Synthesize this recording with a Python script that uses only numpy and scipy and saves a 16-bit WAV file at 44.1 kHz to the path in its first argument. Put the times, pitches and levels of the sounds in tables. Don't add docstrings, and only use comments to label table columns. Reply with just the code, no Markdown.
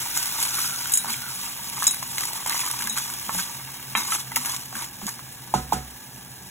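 import sys
import numpy as np
from scipy import signal
from scipy.fft import rfft, irfft, next_fast_len
from scipy.io import wavfile
from scipy.ndimage import uniform_filter1d

SR = 44100
rng = np.random.default_rng(int(sys.argv[2]) if len(sys.argv) > 2 else 0)


def bounce(signal):
    frames = np.transpose(np.atleast_2d(signal))
    limited = np.clip(frames, -1, 1)
    pcm = np.round(limited * 32767).astype(np.int16)
    wavfile.write(sys.argv[1], SR, pcm)


N = 286634

# (time [s], level [dB])
SIZZLE_LEVEL = [(0, -29), (1.1, -32.5), (2.1, -35), (3.7, -35.5), (4.7, -39.5), (5.5, -40), (6.5, -44)]
# (frequency [Hz], relative level [dB per Hz])
FIZZ_COLOUR = [(300, -34), (700, -9), (1500, -9.5), (3000, -5.5), (6000, -5), (8600, -3), (11000, -2.5),
               (15700, -2.5)]
# (frequency [Hz], relative level [dB per Hz])
RUSTLE_COLOUR = [(600, -29), (1500, -13), (3000, -5), (5000, -0.5), (8000, 2), (11000, 1.5), (13500, -1),
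                 (15700, -10)]
# (frequency [Hz], width [Hz], relative level [dB])
POT_AIR = [(324, 120, -11.5), (933, 190, 0.5), (1170, 130, 0.5), (1560, 580, -0.5), (2200, 400, -1)]
# (time [s], peak [dB], pitch [Hz])
CLICKS = [(0.1745, -5.5, 6870), (0.2575, -12, 6980), (0.401, -13, 6930), (0.4275, -10, 7300),
          (0.452, -12, 11500), (0.6906, -18, 6500), (0.8718, -16, 11600), (1.434, -20, 10900),
          (1.699, -16.5, 11200), (1.8006, -20, 10900), (1.829, -8, 10700), (1.8411, -6.5, 8340),
          (1.8787, -3, 6520), (1.9443, -14, 8500), (2.029, -13, 6920), (2.182, -11, 7190),
          (2.208, -11.5, 7080), (2.237, -17, 7610), (2.273, -18, 7000), (2.333, -15, 10200),
          (2.4632, -11.5, 7940), (2.4959, -6.5, 10230), (2.5214, -12, 10800), (2.5506, -19, 5400),
          (2.604, -14, 10500), (2.612, -13, 5310), (2.6535, -15, 6860), (2.6639, -10, 6400),
          (2.7125, -9, 10800), (2.79, -21, 7000), (2.81, -13.5, 7000), (2.823, -12, 11700),
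          (2.841, -13, 10600), (2.8725, -13.5, 10200), (2.9754, -12, 7500), (2.984, -8.5, 6960),
          (3.101, -16, 7300), (3.138, -16, 11600), (3.187, -21, 10500), (3.3475, -12, 6930),
          (3.3845, -14, 10500), (3.3995, -12, 10800), (3.424, -16, 7000), (3.742, -20, 7080),
          (3.972, -11, 5900), (4.1205, -18, 6650), (4.145, -16, 7000), (4.3597, -6.5, 11170),
          (4.362, -2.5, 7070), (4.3669, -6, 7400), (4.3737, -14, 11000), (4.4589, -9, 7080),
          (4.546, -15, 6600), (4.564, -11.5, 5950), (4.7674, -20, 7140), (4.822, -15, 11000),
          (4.844, -26, 10400), (4.956, -32, 14500), (5.0671, -12, 6450), (5.0908, -16, 7240),
          (5.5437, -16, 6920), (5.721, -17, 6600), (5.7323, -11, 7300), (5.7417, -20, 7100)]
# (time [s], peak [dB], pitch [Hz], time to fade 60 dB [s])
KNOCKS = [(0.172, -22, 1440, 0.016), (0.359, -26, 880, 0.017), (0.385, -21, 880, 0.013),
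          (0.417, -21, 2840, 0.018), (0.646, -19, 1350, 0.017), (0.857, -19, 1480, 0.012),
          (1.045, -19, 937, 0.016), (1.058, -21, 1200, 0.011), (1.0675, -19, 1200, 0.011),
          (1.0885, -22, 1020, 0.012), (1.1, -21.5, 1560, 0.016), (1.141, -19, 2300, 0.02),
          (1.771, -24, 1140, 0.021), (1.823, -12, 1123, 0.039), (2.026, -17, 1070, 0.018),
          (2.182, -13.5, 2160, 0.012), (2.206, -24, 1360, 0.024), (2.236, -18, 2020, 0.012),
          (2.331, -28, 869, 0.018), (2.362, -22, 1170, 0.02), (2.461, -13, 1000, 0.013),
          (2.5063, -14.5, 1830, 0.0096), (2.527, -15.5, 2100, 0.018), (2.546, -19.5, 1115, 0.028),
          (2.554, -21, 2060, 0.02), (2.565, -25, 975, 0.017), (2.616, -21, 2430, 0.018),
          (2.632, -23.5, 1020, 0.055), (2.664, -24, 930, 0.018), (2.74, -24, 1000, 0.016),
          (2.806, -23, 1640, 0.023), (2.821, -23, 1520, 0.016), (2.872, -18, 1660, 0.021),
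          (2.975, -11.5, 1380, 0.01), (2.981, -16, 1490, 0.017), (3.099, -25, 1450, 0.017),
          (3.349, -19, 845, 0.022), (3.389, -16.5, 1560, 0.021), (3.394, -18, 1560, 0.038),
          (4.104, -26, 1070, 0.022), (4.121, -10, 1300, 0.031), (4.318, -20.5, 920, 0.025),
          (4.361, -15, 2130, 0.025), (4.367, -13.5, 940, 0.032), (4.448, -23, 1190, 0.02),
          (4.492, -23, 1050, 0.024), (4.545, -26, 1000, 0.027), (4.726, -26.5, 750, 0.042),
          (4.753, -19, 1560, 0.017), (4.765, -29, 1000, 0.016), (4.84, -29, 2000, 0.017),
          (5.015, -24, 816, 0.019), (5.078, -24, 870, 0.027), (5.192, -23.5, 1120, 0.014)]
# (time [s], peak of upper notes [dB], brightness [dB per octave], peak of lowest note [dB])
CLINKS = [(0.9195, -11, 24, -38), (0.9366, -4, 6, -43), (0.9535, -10, 17, -34), (0.973, -6.5, 8, -35),
          (0.9864, -22, 17, -36), (1.8681, -1.5, -13, -22), (1.909, -13, 9, -41), (2.895, -16, -6, -28.5),
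          (3.951, -27, 0, -26)]
# (frequency [Hz], relative level [dB], time to fade 60 dB [s])
SHELL_NOTES = [(3883, 0, 0.18), (5360, -10, 0.05), (6580, -2, 0.091), (6930, -6, 0.062), (7275, 5, 0.042),
               (7480, 2, 0.025), (8100, 4, 0.048), (8450, 3, 0.054), (9080, -2, 0.038), (9800, -8, 0.047),
               (10440, -9.5, 0.18), (11400, -11, 0.033), (12050, -9, .03), (13950, -18, 0.067)]
# (time [s], peak [dB], brightness [dB per octave])
RAPS = [(3.293, -13.5, -10), (3.951, -5.5, 2.5)]
# (frequency [Hz], relative level [dB], time to fade 60 dB [s])
WALL_NOTES = [(929, -13, 0.085), (1095, 6.5, 0.014), (1300, -13.5, 0.069), (1770, -11, 0.099),
              (2130, -19, 0.35), (2370, 9.5, 0.008), (2680, -20, 0.24), (3220, -8.5, 0.026)]
# (time [s], peak [dB])
PATS = [(5.5389, -6), (5.723, -7.5)]
# (frequency [Hz], relative level [dB], time to fade 60 dB [s])
BODY_NOTES = [(65.2, -28.5, 0.53), (136.2, -27, 0.36), (189.6, -24, 0.19), (233.6, -31.5, 0.33),
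              (317, -29, 0.046), (425, -37, 0.11), (747, -26.5, 0.26), (869, 8.5, 0.011), (890, -33, 0.14),
              (1015, -32, .2), (1276, -33, 0.22), (1440, -38, 0.3)]
# (frequency [Hz], width [Hz], level [dB])
HUM_BANDS = [(67, 53, -80), (130.4, 13.2, -52.5), (187.7, 14.5, -60.5), (245, 40, -62.5), (845, 220, -58),
             (1666, 170, -56.5)]
# (frequency [Hz], relative level [dB per Hz])
ROAR_COLOUR = [(25, -36), (60, 6.5), (150, 0.5), (350, 0), (550, -7.5), (1000, -15.5), (3000, -36),
               (5000, -42)]
# (frequency [Hz], lag [half-turns])
MIC_LAG = [(0, 0), (860, .13), (1550, .04), (2300, .3), (3400, .44), (4700, 1), (6800, 2), (8900, 3),
           (11000, 4), (13100, 5), (14900, 6)]
# (frequency [Hz], left minus right [dB])
MIC_BALANCE = [(60, -1.5), (180, -4), (550, -6), (1650, -1.5), (4970, 0.5), (15000, 0)]
# (frequency [Hz], relative level [dB per Hz])
RATTLE_COLOUR = [(120, -3.5), (300, 2.5), (900, -10.5), (1500, -6.5), (2600, -14), (4000, -11.5),
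                 (7000, -10), (10000, -11.5), (15000, -28)]
# (time of middle [s], peak before roughness [dB], pitch [Hz], half length [s])
BUMPS = [(1.103, -45, 223.5, 0.14), (2.876, -43, 217, 0.18), (3.285, -41, 207, 0.04),
         (3.372, -37.5, 179, 0.087), (3.979, -38, 215, 0.053), (4.381, -45, 245, 0.15),
         (4.761, -41, 224, 0.05), (5.038, -35, 200, 0.023), (5.062, -31, 197, 0.021)]
# (time [s], pitch [Hz], level [dB])
WHISTLE_CURVE = [(0, 1497, -51), (.75, 1440, -40.5), (.9, 1526, -49), (1.2, 1518, -45.5), (1.27, 1437, -41),
                 (1.33, 1300, -47), (1.4, 1290, -80)]
# (peak time [s], rise [s], fall [s], shell rustle [dB], rumble on the pot floor [dB])
PUSHES = [(.0, 0.12, 0.13, -32, -37.5), (.17, 0.083, 0.28, -26.5, -40.5), (0.429, 0.084, 0.075, -24, -33),
          (0.59, 0.047, 0.089, -25, -35), (.645, 0.14, .11, -24.5, -45), (.93, 1, 0.037, -31, -44),
          (1.09, 0.05, 0.048, -37, -37), (1.12, 0.052, 0.057, -25.5, -48), (1.46, 0.46, 0.17, -34, -42.5),
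          (1.86, 0.24, 0.14, -29, -37.5), (2.21, 0.15, 0.14, -27.5, -38), (2.36, 0.092, 0.11, -34, -39.5),
          (2.479, 0.035, 0.099, -28.5, -32.5), (2.55, 0.076, 0.33, -26, -36.5),
          (2.83, 0.2, 0.13, -31, -38.5), (2.99, 0.08, 0.22, -28, -37), (3.39, 0.12, 0.09, -24.5, -38),
          (3.98, 0.016, 0.077, -22.5, -30.5), (4.15, 0.093, 0.06, -23, -33.5),
          (4.37, 0.012, 0.31, -31, -51), (4.52, 0.16, 0.07, -28, -35.5), (4.77, 0.036, 0.078, -31, -36),
          (4.84, .06, 0.032, -33, -41), (5.09, 0.066, 0.051, -31, -39)]
# (time [s], rustle [dB], rumble [dB])
SETTLING = [(0, -37, -60), (2.0, -46, -82), (3.6, -46.5, -47.5), (4.7, -52, -61), (5.4, -50, -54),
            (6.5, -46, -58)]

EDGE_HZ = 15800
PAD = next_fast_len(N + 12000)
HZ = np.fft.rfftfreq(PAD, 1 / SR)
AFTER = np.arange(16000) / SR
SWELL_DB = 12
LOOSE_PER_S = 90
TICK_S = .00008
CLICK_T60_S = 0.029
LOOSE_CLICK_DB, LOOSE_KNOCK_DB, LOOSE_SPREAD_DB = 4, 4.5, 1.8
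LOOSE_CLICK_T60_S, LOOSE_KNOCK_T60_S = 0.04, 0.02


def amp(db):
    return 10 ** (np.asarray(db) / 20)


def evened(x):
    return x / np.sqrt(np.mean(x ** 2) + 1e-20)


def read(points, hz):
    f, value = np.transpose(points)
    return np.interp(np.log(hz + 1), np.log(f + 1), value)


def follow(rows, axis):
    rows = np.array(rows)
    return np.interp(np.arange(N) / SR, rows[:, 0], rows[:, axis])


def shaped(x, gain):
    return evened(irfft(rfft(x, PAD) * gain, PAD)[..., :N])


def peaks(modes):
    power = 0
    for hz, width, db in modes:
        power = power + amp(2 * db) / (1 + (2 * (HZ - hz) / width) ** 2) ** 2 / width
    return np.sqrt(power)


def add(mix, s, sound):
    part = mix[round(s * SR):][:len(sound)]
    part += sound[:len(part)]


def smooth_noise(shape, size):
    return uniform_filter1d(uniform_filter1d(rng.standard_normal(shape), size=size), size=size)


def grains(per_s, spread_db, wet, tail_s, ring_share, low_hz, count=12):
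    size = amp(spread_db * np.minimum(rng.exponential(1, N), 5))
    size = size * (rng.random(N) < per_s / SR)
    place = rng.integers(0, count, N)
    t = AFTER[:4096]
    out = np.zeros((2, N))
    for k, hz in enumerate(np.geomspace(low_hz, 6 * low_hz, count)):
        pop = (t == 0) + ring_share * np.sin(2 * np.pi * hz * t) * amp(-60 * t / 0.056)
        smear = rng.standard_normal((2, len(t))) * amp(-60 * t / tail_s)
        both = pop + wet * smear / np.linalg.norm(smear[0])
        out += signal.oaconvolve((size * (place == k))[None], both, axes=1)[:, :N]
    return out


def burst(hz, t60, spread, crack, tick, rise_turns):
    t = AFTER[:3072]
    notes = 2.6 * np.sin(2 * np.pi * hz * t)
    for c in rng.uniform(-.3, 1, 4):
        notes += np.sin(2 * np.pi * hz * np.exp(spread * c) * t)
    white = rng.standard_normal(len(t))
    noise = signal.lfilter([1, .6, -1, -.6], [1], white)
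    snap = crack * noise * (amp(-60 * t / 0.065) + 2.75 * amp(-60 * t / 0.011))
    snap += tick * (1 - t / TICK_S) * np.exp(-t / TICK_S)
    swell = 1 - np.exp(-(t * hz / rise_turns) ** 2)
    out = (notes * swell + snap) * amp(-60 * t / max(t60, .004))
    return np.sign(white[0]) * out / abs(out).max()


def ring(modes, tilt_db, scatter_db, rise_s, slow_hz=0, waver=0):
    chance = rng.standard_normal(len(modes))
    drift = evened(smooth_noise((len(modes), len(AFTER)), 800))
    drift = 1 + waver * drift * np.minimum(AFTER / 0.022, 1)
    out = np.zeros(len(AFTER))
    for (hz, db, t60), c, d in zip(modes, chance, drift):
        level = amp(db + scatter_db * c + tilt_db * np.log2(hz / 7000) - 60 * AFTER / t60)
        swell = 1 - np.exp(-(AFTER / (rise_s * max(1, slow_hz / hz))) ** 2)
        out += level * swell * d * np.sin(2 * np.pi * hz * AFTER)
    return out / abs(out).max()


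def sizzle():
    pops = grains(4000, 3.64, 1.0, 0.07, 0.049, 2000)
    return amp(follow(SIZZLE_LEVEL, axis=1)) * shaped(pops, amp(read(FIZZ_COLOUR, HZ)))


def effort(axis):
    t = np.arange(0, N + 64, 64) / SR
    power = np.zeros(len(t))
    for peak_s, rise_s, fall_s, *levels in PUSHES:
        away = np.maximum((peak_s - t) / rise_s, (t - peak_s) / fall_s)
        power += amp(levels[axis] - SWELL_DB * away) ** 2
    settling = amp(follow(SETTLING, axis=axis + 1))
    return np.sqrt(np.interp(np.arange(N) / SR, t, power) + settling ** 2)


def stirring():
    clumps = amp(1.2 * evened(uniform_filter1d(rng.standard_normal(N), 450)))
    ticks = grains(2000, 2.93, 0.63, 0.066, 0.086, 2500, count=24)
    rustle = shaped(ticks * clumps, amp(read(RUSTLE_COLOUR, HZ)))
    thuds = grains(300, 2.5, 0.63, 0.087, 0.031, 799)
    rumble = shaped(thuds * clumps, peaks(POT_AIR))
    return effort(axis=0) * rustle + effort(axis=1) * rumble


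def loose():
    mix, rustle, rumble = np.zeros(N), effort(axis=0), effort(axis=1)
    for when, size, pitch, kind in rng.random((int(LOOSE_PER_S * N / SR), 4)):
        at = int(when * N)
        size_db = -LOOSE_SPREAD_DB * np.log(size + 0.012)
        if kind < .5:
            level = rustle[at] * amp(LOOSE_CLICK_DB + size_db)
            hit = burst(5400 * 2.5 ** pitch, LOOSE_CLICK_T60_S, .3, 0.77, 2.4, 1.1)
        else:
            level = rumble[at] * amp(LOOSE_KNOCK_DB + size_db)
            hit = burst(800 * 3.5 ** pitch, LOOSE_KNOCK_T60_S, 0.97, 0.36, 3.6, 0.99)
        add(mix, at / SR, level * hit)
    return mix


def hum():
    near, a, b = rng.standard_normal((3, N))
    air = near + 0.07 * np.array([a, b])
    bands = sum(amp(db) * shaped(air, peaks([(hz, width, 0)])) for hz, width, db in HUM_BANDS)
    return bands + amp(-55.5) * shaped(air, amp(read(ROAR_COLOUR, HZ)))


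def whistle():
    turn = np.exp(2j * np.pi * np.cumsum(follow(WHISTLE_CURVE, axis=1)) / SR)
    breath = smooth_noise((2, N), 150)
    tone = (turn * (breath[0] + 1j * breath[1])).real
    return amp(follow(WHISTLE_CURVE, axis=2)) * evened(tone)


def knocks():
    mix = np.zeros(N)
    for s, db, hz, t60 in KNOCKS:
        add(mix, s, amp(db) * burst(hz, t60, 0.877, 0.23, 3.7, 1.0))
    return mix


def clicks():
    mix = np.zeros(N)
    for s, db, hz in CLICKS:
        add(mix, s, amp(db) * burst(hz, CLICK_T60_S, 0.35, 1.56, 8.5, 0.83))
    return mix


def kitchen(x):
    t = AFTER
    taps = rng.choice([-1., 1.], (2, len(t))) * (rng.random((2, len(t))) < .1)
    taps = taps * amp(-60 * t / 0.13) * (t > .0015)
    thin = signal.lfilter(*signal.butter(2, 650, "high", fs=SR), x)
    return signal.fftconvolve(thin[None], taps / np.linalg.norm(taps[0]), axes=1)[:, :N]


def clinks():
    mix = np.zeros(N)
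    for s, db, tilt_db, low_db in CLINKS:
        add(mix, s, amp(db) * ring(SHELL_NOTES[1:], tilt_db, 1.5, 0.0004, waver=.15))
        add(mix, s, amp(low_db) * ring(SHELL_NOTES[:1], 0, 0, .002, waver=.25))
        add(mix, s, amp(db - 4) * burst(8000, 0.021, 0.29, 2.1, 13, 1.8))
    return mix


def bumps():
    mix = np.zeros(N)
    for s, db, hz, length in BUMPS:
        t = np.arange(-length, length, 1 / SR)
        flutter = evened(uniform_filter1d(rng.standard_normal(len(AFTER)), size=150))[:len(t)]
        swell = np.exp(-(2.1 * t / length) ** 2)
        add(mix, s - length, amp(db) * (1 + 0.5 * flutter) * swell * np.sin(2 * np.pi * hz * t))
    return mix


def raps():
    mix = np.zeros(N)
    for s, db, tilt_db in RAPS:
        add(mix, s, amp(db) * ring(WALL_NOTES, tilt_db, 0.19, 0.00064))
    return mix


def pats():
    mix, shake = np.zeros(N), np.zeros(N)
    for s, db in PATS:
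        add(mix, s, amp(db) * ring(BODY_NOTES, 0, 0.69, 0.0023, slow_hz=845, waver=.2))
        add(shake, s, amp(db - 60 * AFTER / 0.31) * (1 - np.exp(-AFTER / 0.00048)))
    rattle = shaped(rng.standard_normal(N), amp(read(RATTLE_COLOUR, HZ)))
    return mix + amp(-20) * shake * rattle


def scene():
    hits = loose() + knocks() + clicks() + clinks() + raps() + pats()
    return sizzle() + stirring() + hum() + whistle() + hits + amp(-7) * kitchen(hits) + bumps()


def record(dry):
    lag = np.pi * np.interp(HZ, *np.transpose(MIC_LAG))
    left, right = rfft(dry, PAD) * amp([[.5], [-.5]] * read(MIC_BALANCE, HZ))
    right = right * np.exp(-1j * lag)
    alike = np.cos(lag) * (HZ > 3500)
    mid_gain = np.clip((alike + 1.047 - 0.026 * HZ / 1000) / 0.19, .01, 1)
    side_gain = np.clip((.75 - alike) / 0.12, .01, 1)
    mid = (left + right) / 2 * mid_gain
    side = (left - right) / 2 * side_gain
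    pair = irfft(np.array([mid + side, mid - side]), PAD)[:, :N]
    pair = np.tanh(pair)
    low_pass = signal.firwin(401, EDGE_HZ, window=("kaiser", 10), fs=SR)
    return signal.oaconvolve(pair, low_pass[None], "same")


dry = scene()
out = record(dry)
bounce(out)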